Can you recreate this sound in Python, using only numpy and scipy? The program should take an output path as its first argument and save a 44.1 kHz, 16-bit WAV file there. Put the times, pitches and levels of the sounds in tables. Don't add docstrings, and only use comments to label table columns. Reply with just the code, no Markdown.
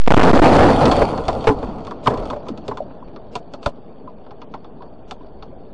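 import sys
import numpy as np
from scipy import signal
from scipy.io import wavfile
from scipy.ndimage import uniform_filter1d

SR = 44100
rng = np.random.default_rng(int(sys.argv[2]) if len(sys.argv) > 2 else 0)


def generate_wav(sig):
    pcm = np.round(np.clip(np.atleast_2d(sig).T, -1, 1) * 32767).astype(np.int16)
    wavfile.write(sys.argv[1], SR, pcm)


def invert_db(x):
    u = np.asarray(x, float) / 20
    return 10 ** u


N = 252693
T = np.arange(N) / SR

# start_s, shaking_db, air_pressure [amplifier bias, full scale]
CRASH = [
    (.055, -60, .58),
    (.085, -50, .45),
    (.208, -30, .5),
    (.217, -3, .7),
    (.36, -3.5, .4),
    (.58, -6.5, .15),
    (.635, -4.5, .42),
    (.7, -7.5, .08),
    (.76, -14.5, 0),
]
# shaking_db, splintering_db, cabin_rumble_db
FOLLOW = [(-62, -82, -73), (-38.5, -65.5, -62), (-30, -54, -34.5), (-29, -53, -32), (-16.5, -35.5, -33.5),
          (-16.5, -34, -24), (1, -24.5, -31.5)]


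def evened(x):
    return x / np.sqrt(np.mean(x ** 2) + 1e-20)


def add(mix, s, sound):
    part = mix[max(round(s * SR), 0):][:len(sound)]
    part += sound[:len(part)]


def resonate(x, hz, width):
    return signal.lfilter(*signal.iirpeak(hz, hz / width, SR), x)


def slow(hz):
    lowpass = signal.butter(2, hz, fs=SR, output="sos")
    return evened(signal.sosfiltfilt(lowpass, rng.standard_normal(N)))


def noise(spectrum, patchy_db, size=512):
    frames = 4 * N // size + 5
    hz = np.fft.rfftfreq(size, 1 / SR)
    a, b, patches = rng.standard_normal((frames, len(hz), 3)).T
    patches = uniform_filter1d(patches, 4, axis=0)
    patches = evened(uniform_filter1d(patches, 10, axis=1))
    f, db = np.transpose(spectrum)
    shape_db = np.interp(np.log(hz + 1), np.log(f + 1), db, left=-120, right=-120)
    z = (a + 1j * b) * invert_db(shape_db[:, None] + patchy_db * patches)
    return evened(signal.istft(z, nperseg=size, noverlap=3 * size // 4)[1][:N])


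def shaking():
    # start_s, shaking_db
    settling = [(.85, -10.5), (.95, -16.5), (1.036, -16), (1.06, -19), (1.27, -26), (1.358, -22.5),
                (1.54, -28), (1.67, -28), (1.87, -32.5), (2.069, -33), (2.23, -26.5), (2.441, -35),
                (3.17, -38.5), (4.49, -41), (4.88, -39.5), (5.73, -41.5)]
    s, db = np.transpose([row[:2] for row in CRASH] + settling)
    return np.interp(T, s, db)


def shell_share(shake_db):
    return np.clip((shake_db + 38) / 12, 0, 1)


def crossfade(share, near, far):
    return np.sqrt(share) * near + np.sqrt(1 - share) * far


def squeeze():
    s, _, bias = np.transpose(CRASH)
    return np.interp(T, s, bias)


def shell():
    # pitch_hz, level_db [per Hz]
    roar_spectrum = [(35, -33), (60, 0.5), (182, -4.5), (279, 1), (350, -9), (446, -1.5), (610, -3.5),
                     (714, -3), (1430, -18), (1800, -70), (2340, -62.5), (3960, -120)]
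    # pitch_hz, level_db [per Hz]
    wash_spectrum = [(35, -43), (60, -8.5), (145, -10), (225, -4), (336, -10.5), (446, -6), (529, -13.5),
                     (610, -8), (1800, -37), (2340, -59), (3960, -120)]
    shake_db = shaking()
    metal = noise(roar_spectrum, patchy_db=1.5, size=1024)
    wash = noise(wash_spectrum, patchy_db=1.5, size=1024)
    roar = crossfade(shell_share(shake_db), metal, wash)
    roar = evened(roar * invert_db(1.2 * slow(25)))
    groan = evened(resonate(roar, 340, 150))
    roar += .5 * np.clip(3 * squeeze(), 0, 1) * groan
    return invert_db(shake_db) * roar


def splintering():
    # pitch_hz, level_db
    wood_spectrum = [(900, -1.5), (1500, -3.5), (2300, -2.5), (3500, -3), (4000, -11), (4450, 2),
                     (5000, -15), (10000, -19)]
    # pitch_hz, level_db
    rain_spectrum = [(900, -30), (1500, -12), (2300, -4), (3500, -3.5), (4150, -12.5), (4500, 0.5),
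                     (4850, -13.5), (5500, -14), (8000, -30.5)]
    shake_db = shaking()
    law_db, splinter_db, _ = np.transpose(FOLLOW)
    strength = invert_db(1.13 * np.minimum(rng.exponential(1, N), 4))
    grains = strength * (rng.random(N) < 60 / SR)
    puff = invert_db(-60 * T[:3000] / 0.0082)
    lumps = signal.oaconvolve(grains, puff)[:N]
    wood = noise(wood_spectrum, patchy_db=3.0)
    rain = noise(rain_spectrum, patchy_db=3.5)
    hiss = crossfade(shell_share(shake_db), wood, rain)
    return invert_db(np.interp(shake_db, law_db, splinter_db)) * evened(hiss * (1 + 1.7 * lumps))


def pressure():
    # start_s, length_s, push [full scale]
    surges = [
        (.2245, .006, 3.1),
        (.2335, .004, 3.1),
        (.315, .0165, 3.1),
        (.378, .006, 3.1),
        (.385, .005, 3.1),
        (.4, .0185, 5.5),
        (1.473, .026, .5),
    ]
    # start_s, depth [full scale]
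    cracks = [(0.017, 0.16), (0.0396, 0.12), (0.064, 0.2), (0.0765, 1.26), (0.0807, 1.7), (0.1059, 1.4),
              (0.107, 0.94), (0.112, 2), (0.1191, 1.1), (0.1212, 0.96), (0.1226, 1.2), (0.1394, 1.1),
              (0.1439, 3.2), (0.1451, 1.1), (0.164, 0.26), (0.1685, 1.3), (0.1726, 0.38), (0.1759, 5.9),
              (0.179, 4.1), (0.1833, 0.27), (0.1854, 0.93), (0.195, 0.5), (0.195, 1.1), (0.1977, 1),
              (0.2017, 1.3), (0.2062, 0.53), (0.2124, 0.96), (0.2152, 0.82)]
    out = squeeze()
    for s, length, push in surges:
        add(out, s, push * signal.windows.tukey(round(length * SR), .15))
    for s, depth in cracks:
        width_ms = 0.35 * depth ** 0.36
        spike = np.exp(-(2200.0 * (T - s) / width_ms) ** 2 * np.log(2))
        out -= (depth + 0.02 + 3.7 * max(depth - .88, 0)) * spike
    return out


def hits():
    # start_s, tick_peak_db, panel_knock_db, panel_pitch_hz, knock_t60_s
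    branches = [(0.8081, -27, -5, 725, 0.14), (0.855, -10, -4.5, 407, 0.12),
                (0.9141, -9.5, -5.5, 734, 0.13), (0.9714, -23, -11.5, 437, .076),
                (1.0175, -41, 0.5, 460, 0.047), (1.282, -15, -7.5, 680, 0.064),
                (1.4712, -17.5, 1, 774, 0.11), (2.059, -29, -10, 1124, 0.14),
                (2.0717, -17, 0.5, 936, 0.042), (2.1, -32, -11, 496, 0.22),
                (2.174, -32.5, -20.5, 475, 0.21), (3.3541, -18, -18.5, 437, 0.076),
                (3.6606, -13, -9.5, 707, 0.059)]
    # start_s, tick_peak_db, panel_knock_db, panel_pitch_hz
    shards = [(1.129, -36, -19.5, 810), (1.177, -26.5, -15.5, 694), (1.253, -31, -35, 464),
              (1.3294, -27.5, -42, 708), (1.4421, -22.5, -15.5, 560), (1.6287, -36, -16.5, 300),
              (1.6864, -50, -25, 430), (1.787, -49, -26.5, 266), (1.8492, -34.5, -27.5, 262),
              (1.8692, -29.5, -23.5, 1070), (1.9096, -33, -19.5, 1084), (2.1393, -31, -15.5, 270),
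              (2.2244, -37, -23, 484), (2.2548, -29, -37, 246), (2.3015, -21, -21, 950),
              (2.3294, -46, -16.5, 604), (2.3614, -49, -23.5, 573), (2.4314, -46, -37, 640),
              (2.4658, -43, -29, 970), (2.4848, -27, -19, 440), (2.576, -31, -31, 205),
              (2.6811, -22, -16.5, 437), (2.7123, -55, -18.5, 900), (2.7726, -23.5, -22.5, 870)]
    # start_s, tick_peak_db, panel_knock_db, panel_pitch_hz
    twigs = [(2.9066, -52, -31.5, 202), (3.1619, -32.5, -34, 1120), (3.537, -26, -23.5, 597),
             (3.6292, -29, -34, 431), (3.774, -51, -39, 238), (4.0746, -48, -36, 940),
             (4.2654, -43, -36.5, 900), (4.3087, -35, -31.5, 785), (4.4172, -36, -31, 980),
             (4.5391, -29, -22.5, 870), (4.6452, -39.5, -32.5, 790), (4.8217, -45.5, -30, 740),
             (5.1103, -22, -23, 730), (5.2073, -49, -36, 1000), (5.4247, -31.5, -29.5, 885)]
    # pitch_hz, width_hz, level_db
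    tick_modes = [(1280, 100, 17.5), (2675, 990, 13), (3430, 270, 8.5), (4324, 53, 6.5), (5400, 500, -42),
                  (7600, 3000, -29)]
    # pitch_hz, width_hz, level_db
    air_modes = [(123, 48, 6.5), (261, 55, 6.5), (438, 110, 6.5), (599.5, 74, 4), (1000, 67, 6.5)]
    shard_t60_s, twig_t60_s, tick_t60_s = 0.054, 0.057, 0.055
    out, t = np.zeros(N), T[:8000]
    rows = branches + [(*row, shard_t60_s) for row in shards] + [(*row, twig_t60_s) for row in twigs]
    for s, tick_db, knock_db, hz, knock_t60 in rows:
        a, b = rng.standard_normal((2, len(t)))
        crack = a * (invert_db(-60 * t / tick_t60_s) + 2.1 * np.exp(-t / 0.00039))
        tick = sum(invert_db(db) * resonate(crack, f, w) * np.sqrt(300 / w) for f, w, db in tick_modes)
        far = tick_db < -27 and s > twigs[0][0]
        tick = signal.lfilter(*signal.butter(3, 5000 if far else 7500, fs=SR), tick)
        swell = 1 - np.exp(-t / 0.0029) + 0.64 * np.exp(-t / 0.00096)
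        blow = b * invert_db(-60 * t / knock_t60) * swell
        panel = resonate(resonate(blow, hz, 190), hz, 350)
        air = sum(invert_db(db) * resonate(resonate(blow, f, w), f, 3 * w) for f, w, db in air_modes)
        knock = evened(panel) + 0.78 * evened(air)
        add(out, s, invert_db(tick_db) * tick / abs(tick).max() + invert_db(knock_db + 0.5) * knock / abs(knock).max())
    return out


def knocks():
    # start_s, peak_db, pitch_hz, t60_s
    panel_knocks = [(1.282, -11.5, 696, 0.052), (1.684, -19, 210, 0.078), (2.113, -16, 212, 0.07),
                    (2.115, -19, 523, 0.16), (2.154, -31, 260, 0.088), (2.199, -22.5, 486, 0.051),
                    (2.24, -32, 447, 0.072), (2.304, -17.5, 996, 0.097), (2.36, -21.5, 602, 0.16),
                    (2.501, -17, 280, 0.063), (2.513, -16, 227, 0.064), (2.684, -48, 410, 0.077),
                    (2.716, -32, 1010, 0.041), (2.804, -10.5, 604, 0.029), (2.815, -18.5, 622, 0.084),
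                    (3.025, -32, 286, 0.087), (4.075, -24.5, 1030, 0.071), (4.807, -30, 993, 0.1),
                    (5.206, -35.5, 275, 0.3), (5.529, -29.5, 560, 0.1), (1.471, 7, 454, 0.12),
                    (2.157, -19.5, 1000, 0.052), (3.025, -27.5, 1000, 0.036), (3.355, -14.5, 995, 0.042),
                    (3.356, -18.5, 728, 0.098), (3.661, -7, 596, 0.08), (3.661, -6, 1292, 0.028),
                    (1.503, -8, 289.5, 0.09), (1.49, -8.5, 897, 0.08), (0.63, -3, 371.3, 0.17)]
    slide_per_s = -1.57
    out, t = np.zeros(N), T[:8000]
    for s, db, hz, t60 in panel_knocks:
        detune, phase = rng.random(2)
        turn = 2 * np.pi * hz * (t + slide_per_s * t ** 2 / 2)
        ring = np.sin(turn) + .35 * np.sin(turn * (1.07 + .14 * detune) + 2 * np.pi * phase)
        ring *= invert_db(-60 * t / t60) * (1 - np.exp(-t / 0.0021))
        add(out, s, invert_db(db - 4.0) * ring / abs(ring).max())
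    return out


def heaves():
    # start_s, push_db
    blows = [
        (1.282, -12),
        (1.473, -22),
        (2.072, -24),
        (3.665, -13),
    ]
    out, u = np.zeros(N), T[:8000] / 0.0023
    shove = np.e * (u * np.exp(-u) - u / 25 * np.exp(-u / 5))
    for s, db in blows:
        add(out, s, invert_db(db) * shove)
    return out


def rumble():
    # start_s, buffeting_db
    gusts = [
        (2.44, -53),
        (3.02, -45),
        (3.44, -54),
        (3.6, -54),
        (4.08, -52),
        (4.88, -50),
        (5.12, -47),
        (5.36, -40.5),
        (5.73, -47.5),
    ]
    law_db, _, rumble_db = np.transpose(FOLLOW)
    shaken = invert_db(np.interp(shaking(), law_db, rumble_db))
    wind = invert_db(np.interp(T, *np.transpose(gusts)))
    low = noise([(14, -12.0), (24, 8.5), (45, 2), (60, -12), (110, -10)], patchy_db=1.5, size=4096)
    return np.hypot(shaken, wind) * low


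def scene():
    mono = shell() + splintering() + pressure() + hits() + knocks() + heaves() + rumble()
    return np.tile(mono, (2, 1))


def upper_limit():
    start, low, end = .52, .39, .47
    drop_s, drop_length_s, creep_s = .055, .03, .3
    creep = end - (end - low) * np.exp(-(T - drop_s) / creep_s)
    fall = start - (start - low) * np.clip((T - drop_s) / drop_length_s, 0, 1)
    return np.maximum(creep, fall)


def amplifier(x):
    return np.clip(x, -0.5 - .16 * squeeze(), upper_limit())


def gate(x, masking):
    # pitch_hz, level_db
    threshold = [(3000, -125), (3600, -105), (3800, -97), (4600, -97), (5200, -98), (8000, -101),
                 (10500, -97)]
    hz, _, z = signal.stft(x, SR, nperseg=2048, boundary="even")
    power = abs(z) ** 2
    loud_db = 10 * np.log10(power[:, 5:].sum(1, keepdims=True) + 1e-12)
    threshold_db = np.interp(hz, *np.transpose(threshold))[:, None]
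    edge = invert_db(threshold_db + masking * np.maximum(loud_db + 20.5, 0)) ** 2
    edge, lines = edge[:, :1024], power[:, :1024]
    bands = lines.reshape(2, 64, 16, -1).mean(2).repeat(16, 1)
    z[:, :1024] *= (bands > 2.5 * edge) | (lines > 4 * edge)
    return signal.istft(z, SR, nperseg=2048)[1][:, :x.shape[1]]


def top_cut(x):
    return signal.sosfilt(signal.butter(12, 10380, fs=SR, output="sos"), x)


def record(dry):
    clipped = amplifier(dry[0])
    sag = .3 * (uniform_filter1d(clipped, 900) - uniform_filter1d(clipped, 4000))
    treble = clipped - uniform_filter1d(clipped, 12)
    block = signal.windows.tukey(3900, .4) / 3100
    spread = np.sqrt(signal.oaconvolve(treble ** 2, block, "same").clip(0))
    smear_spectrum = [(1500, -20), (2500, 0), (5000, -5), (7000, -10), (10000, -16)]
    smear = invert_db(-17) * spread * noise(smear_spectrum, patchy_db=2.5)
    swing = (clipped - uniform_filter1d(clipped, 400)) ** 2
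    swing = np.sqrt(abs(uniform_filter1d(swing, 1500)))
    fizz_spectrum = [(60, -4.5), (1000, 3), (2000, -2), (5000, -13), (10000, -17)]
    fizz = np.array([noise(fizz_spectrum, patchy_db=5.0) for _ in dry])
    fizz *= invert_db(-26.5) * swing * np.clip(swing / 0.19, 0, 1)
    fizzy = clipped - sag - .013 + smear + fizz
    padded = np.pad(fizzy, ((0, 0), (300, 300)), "edge")
    dulled = signal.lfilter(*signal.butter(1, 9000, fs=SR), padded)
    edge = signal.firwin(401, 10400, window=("kaiser", 9), fs=SR)[None]
    limited = signal.oaconvolve(dulled, edge, "same")[:, 300:-300]
    return top_cut(gate(limited, masking=0.033))


dry = scene()
out = record(dry)
generate_wav(out)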